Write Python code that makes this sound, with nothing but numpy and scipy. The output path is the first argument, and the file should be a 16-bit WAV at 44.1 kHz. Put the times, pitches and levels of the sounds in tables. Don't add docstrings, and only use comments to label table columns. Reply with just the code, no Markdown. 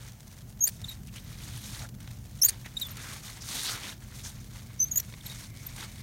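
import sys
import numpy as np
from scipy import signal
from scipy.fft import rfft, irfft, next_fast_len
from scipy.io import wavfile

SR = 44100
rng = np.random.default_rng(int(sys.argv[2]) if len(sys.argv) > 2 else 0)


def put_to_file(sound):
    columns = np.atleast_2d(sound).T
    safe = np.clip(columns, -1, 1)
    whole_steps = np.round(safe * 32767)
    wavfile.write(sys.argv[1], SR, whole_steps.astype(np.int16))


N = 265834
TIME_S = np.arange(N) / SR

# (start [s], length [s], first pitch [Hz], last pitch [Hz], fundamental level [dB], roughness [0-1])
CLOSING_SLIPS = [(.608, 0.018, 6500, 6560, -25.5, .1), (.624, .015, 6590, 6630, -23, .35),
                 (.6395, 0.0066, 6440, 6360, -15, 0.53), (.649, .011, 6700, 6920, -26.5, 0.7),
                 (.665, .008, 7150, 7250, -31, 0.7), (.675, 0.0062, 4480, 4630, -26.5, 0.88),
                 (2.418, .004, 5900, 5660, -18, 0.5), (2.422, 0.0044, 5380, 5340, -14, 0.63),
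                 (2.431, 0.01, 6140, 6300, -16.5, 0.6), (2.4465, .009, 6450, 6880, -14.5, 0.65),
                 (2.456, 0.0091, 6850, 7320, -22.5, .85), (2.466, 0.028, 4550, 4800, -41, .75),
                 (2.486, 0.0083, 4200, 4900, -25.5, 0.88), (4.794, 0.0054, 6030, 5970, -34, .1),
                 (4.801, 0.01, 6050, 6100, -20, 0.07), (4.812, 0.011, 6240, 6120, -22, 0.07),
                 (4.823, .014, 6060, 6170, -21, 0.08), (4.836, 0.012, 6200, 6100, -25, 0.4),
                 (4.85, 0.039, 6150, 6370, -44, .3), (4.914, 0.012, 6700, 6750, -26.5, 0.27),
                 (4.927, 0.027, 6560, 6370, -42, 0.7), (4.959, 0.008, 6800, 6830, -22.5, 0.57),
                 (4.972, 0.013, 6600, 7120, -20.5, 0.63), (5.0, 0.0028, 5950, 5800, -24, 0.7)]
OPENING_SLIPS = [(.843, .006, 3760, 3680, -31, 0.33), (.884, 0.02, 3950, 3730, -38, 0.3),
                 (.906, 0.024, 3780, 3760, -45.5, 0.1), (2.769, 0.0095, 3810, 3650, -27, 0.28),
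                 (2.814, 0.021, 3910, 3620, -29, 0.24), (2.836, 0.033, 3560, 3400, -42, 0.05),
                 (5.262, 0.011, 3930, 3660, -39.5, 0.57), (5.298, 0.029, 3750, 3760, -45.5, .1)]
# (centre [s], pitch [Hz], level [dB], length [s])
PIVOT_CHIRPS = [(.895, 13100, -43, 0.015), (1.245, 13400, -58, .02), (2.496, 6380, -26, 0.0045),
                (2.819, 14100, -35, .014), (2.871, 13700, -42, 0.014), (2.915, 13300, -43, .02),
                (5.211, 3460, -48, 0.009), (5.266, 12600, -40, .016), (5.669, 13300, -34, 0.012)]
# (centre [s], level [dB], length [s])
STEM_CRUNCHES = [(0.664, -47.5, .025), (0.676, -33, 0.014), (0.689, -38.5, 0.027), (2.444, -32, 0.015),
                 (2.462, -34.5, 0.03), (2.494, -33, 0.032), (4.959, -39, 0.0083), (4.99, -36.5, 0.039),
                 (5.003, -36.5, 0.0078)]
BLADE_MODES_HZ = [4330, 9000, 12460]
# (start [s], length [s], relative level [dB], growth over the sweep [dB], treble over middle [dB])
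LEAF_SWEEPS = [(0, 0.11, -52, -10, -2), (.47, .06, -62, 0, 12), (0.707, 0.063, -52, 3, 5),
               (0.828, 0.11, -49.5, 13, -1.5), (1.139, 0.078, -49, -6, 1), (1.21, 0.15, -50.5, 10, -2),
               (1.384, 0.465, -44.5, 4.5, -1), (1.992, 0.18, -55.5, 2, -9), (2.502, 0.052, -49, 7, -11),
               (2.787, 0.17, -47.5, -1, -2.5), (2.973, 0.23, -43, 0, -4.5),
               (3.231, 0.16, -43.5, -4.5, -3.5), (3.413, 0.11, -43.5, 5, 1.5), (3.481, 0.29, -35, -2, 0.5),
               (3.731, 0.2, -40, -1, -4.5), (4.13, 0.092, -48.5, 1, 1), (4.238, 0.055, -39.5, 2, 4),
               (4.285, 0.13, -55, -5, -3), (4.53, 0.07, -48.5, -3, -6.5), (5.233, 0.24, -46.5, -3, -4.5),
               (5.584, 0.16, -50, 8, -1.5), (5.779, 0.087, -41, -3, -9)]
# (time [s], relative level [dB])
RUSTLE_LEVEL = [(0, -63), (.4, -56.5), (.6, -88), (.8, -55), (1.05, -63.5), (1.25, -62), (1.93, -77),
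                (2.2, -62.5), (2.4, -57), (2.65, -53.5), (4.0, -58.5), (4.1, -52.5), (4.7, -55.5),
                (5.05, -50.5), (5.52, -57.5), (6.03, -49.5)]
# (peak time [s], relative level [dB], treble over middle [dB])
LEAF_FLICKS = [(.278, -45, 6), (0.816, -39, -1), (1.072, -44.5, 10), (1.161, -41, 6), (1.889, -41, 1),
               (2.004, -42, -1), (2.076, -39, -13), (2.661, -34, -9), (2.798, -39.5, 18), (2.97, -31, -2.5),
               (3.422, -39, 2), (3.694, -25.5, -5), (4.023, -44.5, -3), (5.125, -43, -13),
               (5.139, -43.5, -24), (5.572, -43, 0), (5.763, -36, 4)]
# (centre [s], level [dB], length [s], resonance [Hz])
LEAF_DRAGS = [(1.086, -55, 0.027, 2700), (1.171, -48, 0.045, 3020), (1.616, -58, 0.61, 3470),
              (1.832, -51, 0.088, 750), (1.85, -47.5, 0.031, 1480), (2.663, -46.5, 0.04, 1980),
              (3.058, -51, 0.23, 1490), (3.424, -46.5, 0.05, 5400), (3.57, -41.5, 0.21, 3800),
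              (3.681, -34, 0.082, 4030), (3.72, -45.5, 0.19, 1390), (3.852, -44, 0.061, 2830),
              (4.258, -41.5, .052, 6240), (5.81, -56, .15, 920)]
# (time [s], level [dB])
WHINE_LEVEL = [(.4, -77), (.6, -82), (4, -81), (5.6, -62.5)]
# (time [s], level [dB])
MACHINE_LEVEL = [(0, -50), (.65, -49), (.85, -45.5), (2.0, -44), (3.6, -49), (4.3, -45.5), (6.03, -46.5)]
# (frequency [Hz], level relative to the machine [dB])
MACHINE_TONES = [(37.5, -22.5), (53, -9.5), (113, -10), (120, -7), (205.5, -14), (240, -20)]
# (frequency [Hz], gain [dB])
LEAF_SPECTRUM = [(250, 1.5), (500, -5), (900, -4), (1500, -2.5), (2200, -1), (2750, -4.5), (3700, 0),
                 (5000, -2), (6300, 1), (7800, -4), (9400, -1), (10400, -9), (11300, -5), (15800, -11.5)]
STEM_SPECTRUM = [(400, -3.5), (1000, -10.5), (1900, -2.5), (2800, -2), (4600, -2), (7500, 4), (9200, -5),
                 (10500, -7), (15800, 4)]
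RUMBLE_SPECTRUM = [(30, -23), (38, 3), (52, -11), (68, -2.5), (92, 1.5), (125, 1.5), (150, -2), (175, -6.5),
                   (200, -6), (235, -12.5), (280, -15.5), (350, -21), (480, -48)]
AIR_SPECTRUM = [(350, 7.5), (700, 6.5), (1000, 1), (1300, -2.5), (1800, -0.5), (2200, -11), (2800, -2.5),
                (3700, -8), (4900, -6), (6400, -2.5), (9000, -8.5), (15000, -2)]


def squeaks(slips, jitter, waver, flutter_db, third_db, fourth_db):
    clean_octave_db, rough_octave_db = -24, 10
    attack_s, release_s, sag_db = 0.0011, 0.0013, 0.8
    out, fast, slow = np.zeros(N), drift(580), drift(83)
    flutter = [np.tanh(drift(200)) - 1 for _ in range(4)]
    for start_s, length_s, first_hz, last_hz, level_db, rough in slips:
        rough = np.clip(rough, 0, 1)
        on, progress, envelope = gate(start_s, length_s, attack_s, release_s)
        glide_hz = first_hz + (last_hz - first_hz) * progress
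        pitch_hz = glide_hz * (1 + jitter * rough * fast[on] + waver * slow[on])
        phase = 2 * np.pi * np.cumsum(pitch_hz) / SR
        octave_db = clean_octave_db + (rough_octave_db - clean_octave_db) * rough
        tone = 0
        for k, partial_db in enumerate([0, octave_db, third_db, fourth_db], 1):
            gain = from_db(partial_db + flutter_db * rough * flutter[k - 1][on])
            below_nyquist = k * pitch_hz < SR / 2
            tone = tone + gain * np.sin(k * phase) * below_nyquist
        out[on] += np.sqrt(2) * tone * envelope * from_db(level_db - sag_db * progress)
    return out


def pivot(wobble_hz=230):
    wobble = wobble_hz * np.cumsum(drift(532)) / SR
    out = np.zeros(N)
    for centre_s, hz, level_db, length_s in PIVOT_CHIRPS:
        note = np.sin(2 * np.pi * (hz * TIME_S + wobble))
        out += np.sqrt(2) * from_db(level_db) * swell(centre_s, length_s) * note
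    return out


def stems(blade_db=-12, blade_q=45, body_db=-1, body_hz=1850, body_q=8):
    fibres = coloured(grains(per_s=7800, spread_db=5.5), STEM_SPECTRUM)
    force = sum(from_db(db) * swell(centre_s, length_s) for centre_s, db, length_s in STEM_CRUNCHES)
    snap = fibres * force
    steel = sum(resonance(snap, hz, blade_q) for hz in BLADE_MODES_HZ) * np.sqrt(blade_q)
    handles = resonance(snap, body_hz, body_q)
    return snap + from_db(blade_db) * steel + from_db(body_db) * handles


def scatter(x, level_db=-21, t60_s=0.087):
    age_s = TIME_S[:SR // 5]
    echoes = rng.standard_normal(len(age_s)) * from_db(-60 * age_s / t60_s) * (age_s > 0.003)
    return from_db(level_db) * signal.fftconvolve(x, echoes / np.linalg.norm(echoes))[:N]


def foliage(patchy_db=1.4, crackle_db=-2, sweep_db=-2.0, rustle_db=-3, rustle_bright_db=-3,
            wander_db=-1.5, colour_db=2.5):
    attack_s, release_s = 0.01, 0.013
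    coarse = crackle(per_s=2600, spread_db=2.5, q=6.7, patchy_db=2)
    hairs = grains(per_s=11000, spread_db=1.0) + from_db(crackle_db) * coarse
    power = from_db(in_time(RUSTLE_LEVEL)[0] + rustle_db + wander_db * drift(24)) ** 2
    weighted_bright = power * rustle_bright_db
    for start_s, length_s, level_db, growth_db, bright_db in LEAF_SWEEPS:
        on, progress, envelope = gate(start_s, length_s, attack_s, release_s)
        sweep_level_db = sweep_db + level_db + growth_db * (progress - 0.5)
        sweep_power = (envelope * from_db(sweep_level_db)) ** 2
        power[on] += sweep_power
        weighted_bright[on] += sweep_power * bright_db
    tilt_db = weighted_bright / power + colour_db * drift(6.6)
    texture = tilted(coloured(hairs, LEAF_SPECTRUM), tilt_db)
    return texture * np.sqrt(power) * from_db(patchy_db * drift(35))


def crackle(per_s, spread_db, q, patchy_db, count=14):
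    pitches_hz = np.geomspace(900, 12000, count)
    out = np.zeros(N)
    for hz in pitches_hz:
        snaps = grains(per_s * hz / pitches_hz.sum(), spread_db)
        out += resonance(snaps, hz, q) * from_db(patchy_db * drift(22.0))
    return rms_one(out)


def drags(q=2.07):
    jerks, out = grains(per_s=4000, spread_db=3.5), np.zeros(N)
    for centre_s, level_db, length_s, hz in LEAF_DRAGS:
        stroke = swell(centre_s, length_s)
        on = stroke > 0
        rasp = resonance(resonance(jerks[on], hz, q), hz, q)
        out[on] += from_db(level_db) * stroke[on] * rms_one(rasp)
    return out


def flicks(level_db=-2, rise_s=0.00098, decay_s=0.0041):
    force, bright_db = np.zeros(N), np.zeros(N)
    for peak_s, flick_db, flick_bright_db in LEAF_FLICKS:
        start = int((peak_s - rise_s) * SR)
        age_s = TIME_S[:min(SR // 10, N - start)]
        shape = np.minimum(age_s / rise_s, 1) * np.exp(-age_s / decay_s)
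        force[start:start + len(age_s)] += from_db(flick_db) * shape
        bright_db[start:] = flick_bright_db
    texture = coloured(grains(per_s=9200, spread_db=1.8), LEAF_SPECTRUM)
    return from_db(level_db) * force * tilted(texture, bright_db)


def stirring(level_db=-62, per_s=40, spread_db=0.9, decay_s=0.0035):
    decay = np.exp(-1 / (decay_s * SR))
    ticks = signal.lfilter([1], [1, -decay], np.abs(grains(per_s, spread_db)) + 1e-18)
    return from_db(level_db) * rms_one(ticks * coloured(rng.standard_normal(N), LEAF_SPECTRUM))


def whine(hz=2180, q=6.8, waver_db=2.0):
    band = rms_one(resonance(resonance(rng.standard_normal(N), hz, q), hz, q))
    return band * from_db(in_time(WHINE_LEVEL)[0] + waver_db * drift(3.0))


def background(rumble_db=-0.5, air_db=-60, waver_db=1.75, waver_rad=0.92, lumpy_db=1.06):
    tones = np.zeros(N)
    for hz, tone_db in MACHINE_TONES:
        gain = from_db(tone_db + waver_db * drift(0.99))
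        tones += gain * np.sin(2 * np.pi * hz * TIME_S + waver_rad * drift(1.65))
    rumble = coloured(rng.standard_normal(N), RUMBLE_SPECTRUM)
    machine = from_db(rumble_db) * rumble + np.sqrt(2) * tones
    machine_gain = from_db(in_time(MACHINE_LEVEL)[0] + lumpy_db * drift(15))
    air = from_db(air_db) * coloured(rng.standard_normal(N), AIR_SPECTRUM)
    return machine * machine_gain + air


def grains(per_s, spread_db):
    sizes = from_db(spread_db * np.minimum(rng.exponential(1, N), 5))
    return rms_one(sizes * rng.choice([-1, 1], N) * (rng.random(N) < per_s / SR))


def resonance(x, hz, q):
    return signal.lfilter(*signal.iirpeak(hz, max(q, 1.5), fs=SR), x + 1e-18)


def coloured(x, spectrum):
    size = next_fast_len(N)
    hz = np.maximum(np.fft.rfftfreq(size, 1 / SR), 1)
    points_hz, level_db = np.transpose(spectrum)
    gain = from_db(np.interp(np.log(hz), np.log(points_hz), level_db))
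    skirts = np.minimum(1, np.minimum(hz / points_hz[0], points_hz[-1] / hz)) ** 3
    return rms_one(irfft(rfft(x, size) * gain * skirts, size)[:N])


def tilted(x, bright_db, split_hz=3800):
    low = signal.sosfiltfilt(signal.butter(2, split_hz, fs=SR, output="sos"), x)
    return low * from_db(-bright_db / 2) + (x - low) * from_db(bright_db / 2)


def gate(start_s, length_s, attack_s, release_s):
    on = (TIME_S > start_s - 10 * attack_s) & (TIME_S < start_s + length_s + 10 * release_s)
    age_s = TIME_S[on] - start_s
    rise = 0.5 + 0.5 * np.tanh(age_s / attack_s / 2)
    fall = 0.5 + 0.5 * np.tanh((length_s - age_s) / release_s / 2)
    return on, np.clip(age_s / length_s, 0, 1), rise * fall


def swell(centre_s, length_s):
    out, on = np.zeros(N), np.abs(TIME_S - centre_s) < length_s / 2
    out[on] = np.cos(np.pi * (TIME_S[on] - centre_s) / length_s)
    return out


def drift(corner_hz):
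    pole = np.exp(-2 * np.pi * corner_hz / (SR / 8))
    settle = 8000
    noise = rng.standard_normal(N // 8 + settle + 2)
    slow = signal.lfilter([1], [1, -2 * pole, pole * pole], noise)[settle:]
    return np.interp(np.arange(N) / 8, np.arange(len(slow)), rms_one(slow))


def in_time(rows):
    points_s, *columns = np.transpose(sorted(rows))
    return [np.interp(TIME_S, points_s, column) for column in columns]


def from_db(db):
    return 10 ** (np.asarray(db) / 20)


def rms_one(x):
    return x / np.sqrt(np.mean(x ** 2) + 1e-20)


def scene():
    closing = squeaks(CLOSING_SLIPS, jitter=0.018, waver=0.0091, flutter_db=2.2, third_db=-14, fourth_db=-25)
    opening = squeaks(OPENING_SLIPS, jitter=0.093, waver=0.0057, flutter_db=5.5, third_db=-20, fourth_db=-25)
    shears = closing + opening + pivot() + stems()
    leaves = foliage() + drags() + flicks() + stirring()
    return (shears + scatter(shears) + leaves + whine() + background())[None]


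def record(dry):
    cutoff_hz, ripple_db, stop_db = 15900, 0.1, 80
    return signal.sosfilt(signal.ellip(12, ripple_db, stop_db, cutoff_hz, fs=SR, output="sos"), dry)


dry = scene()
out = record(dry)
put_to_file(out)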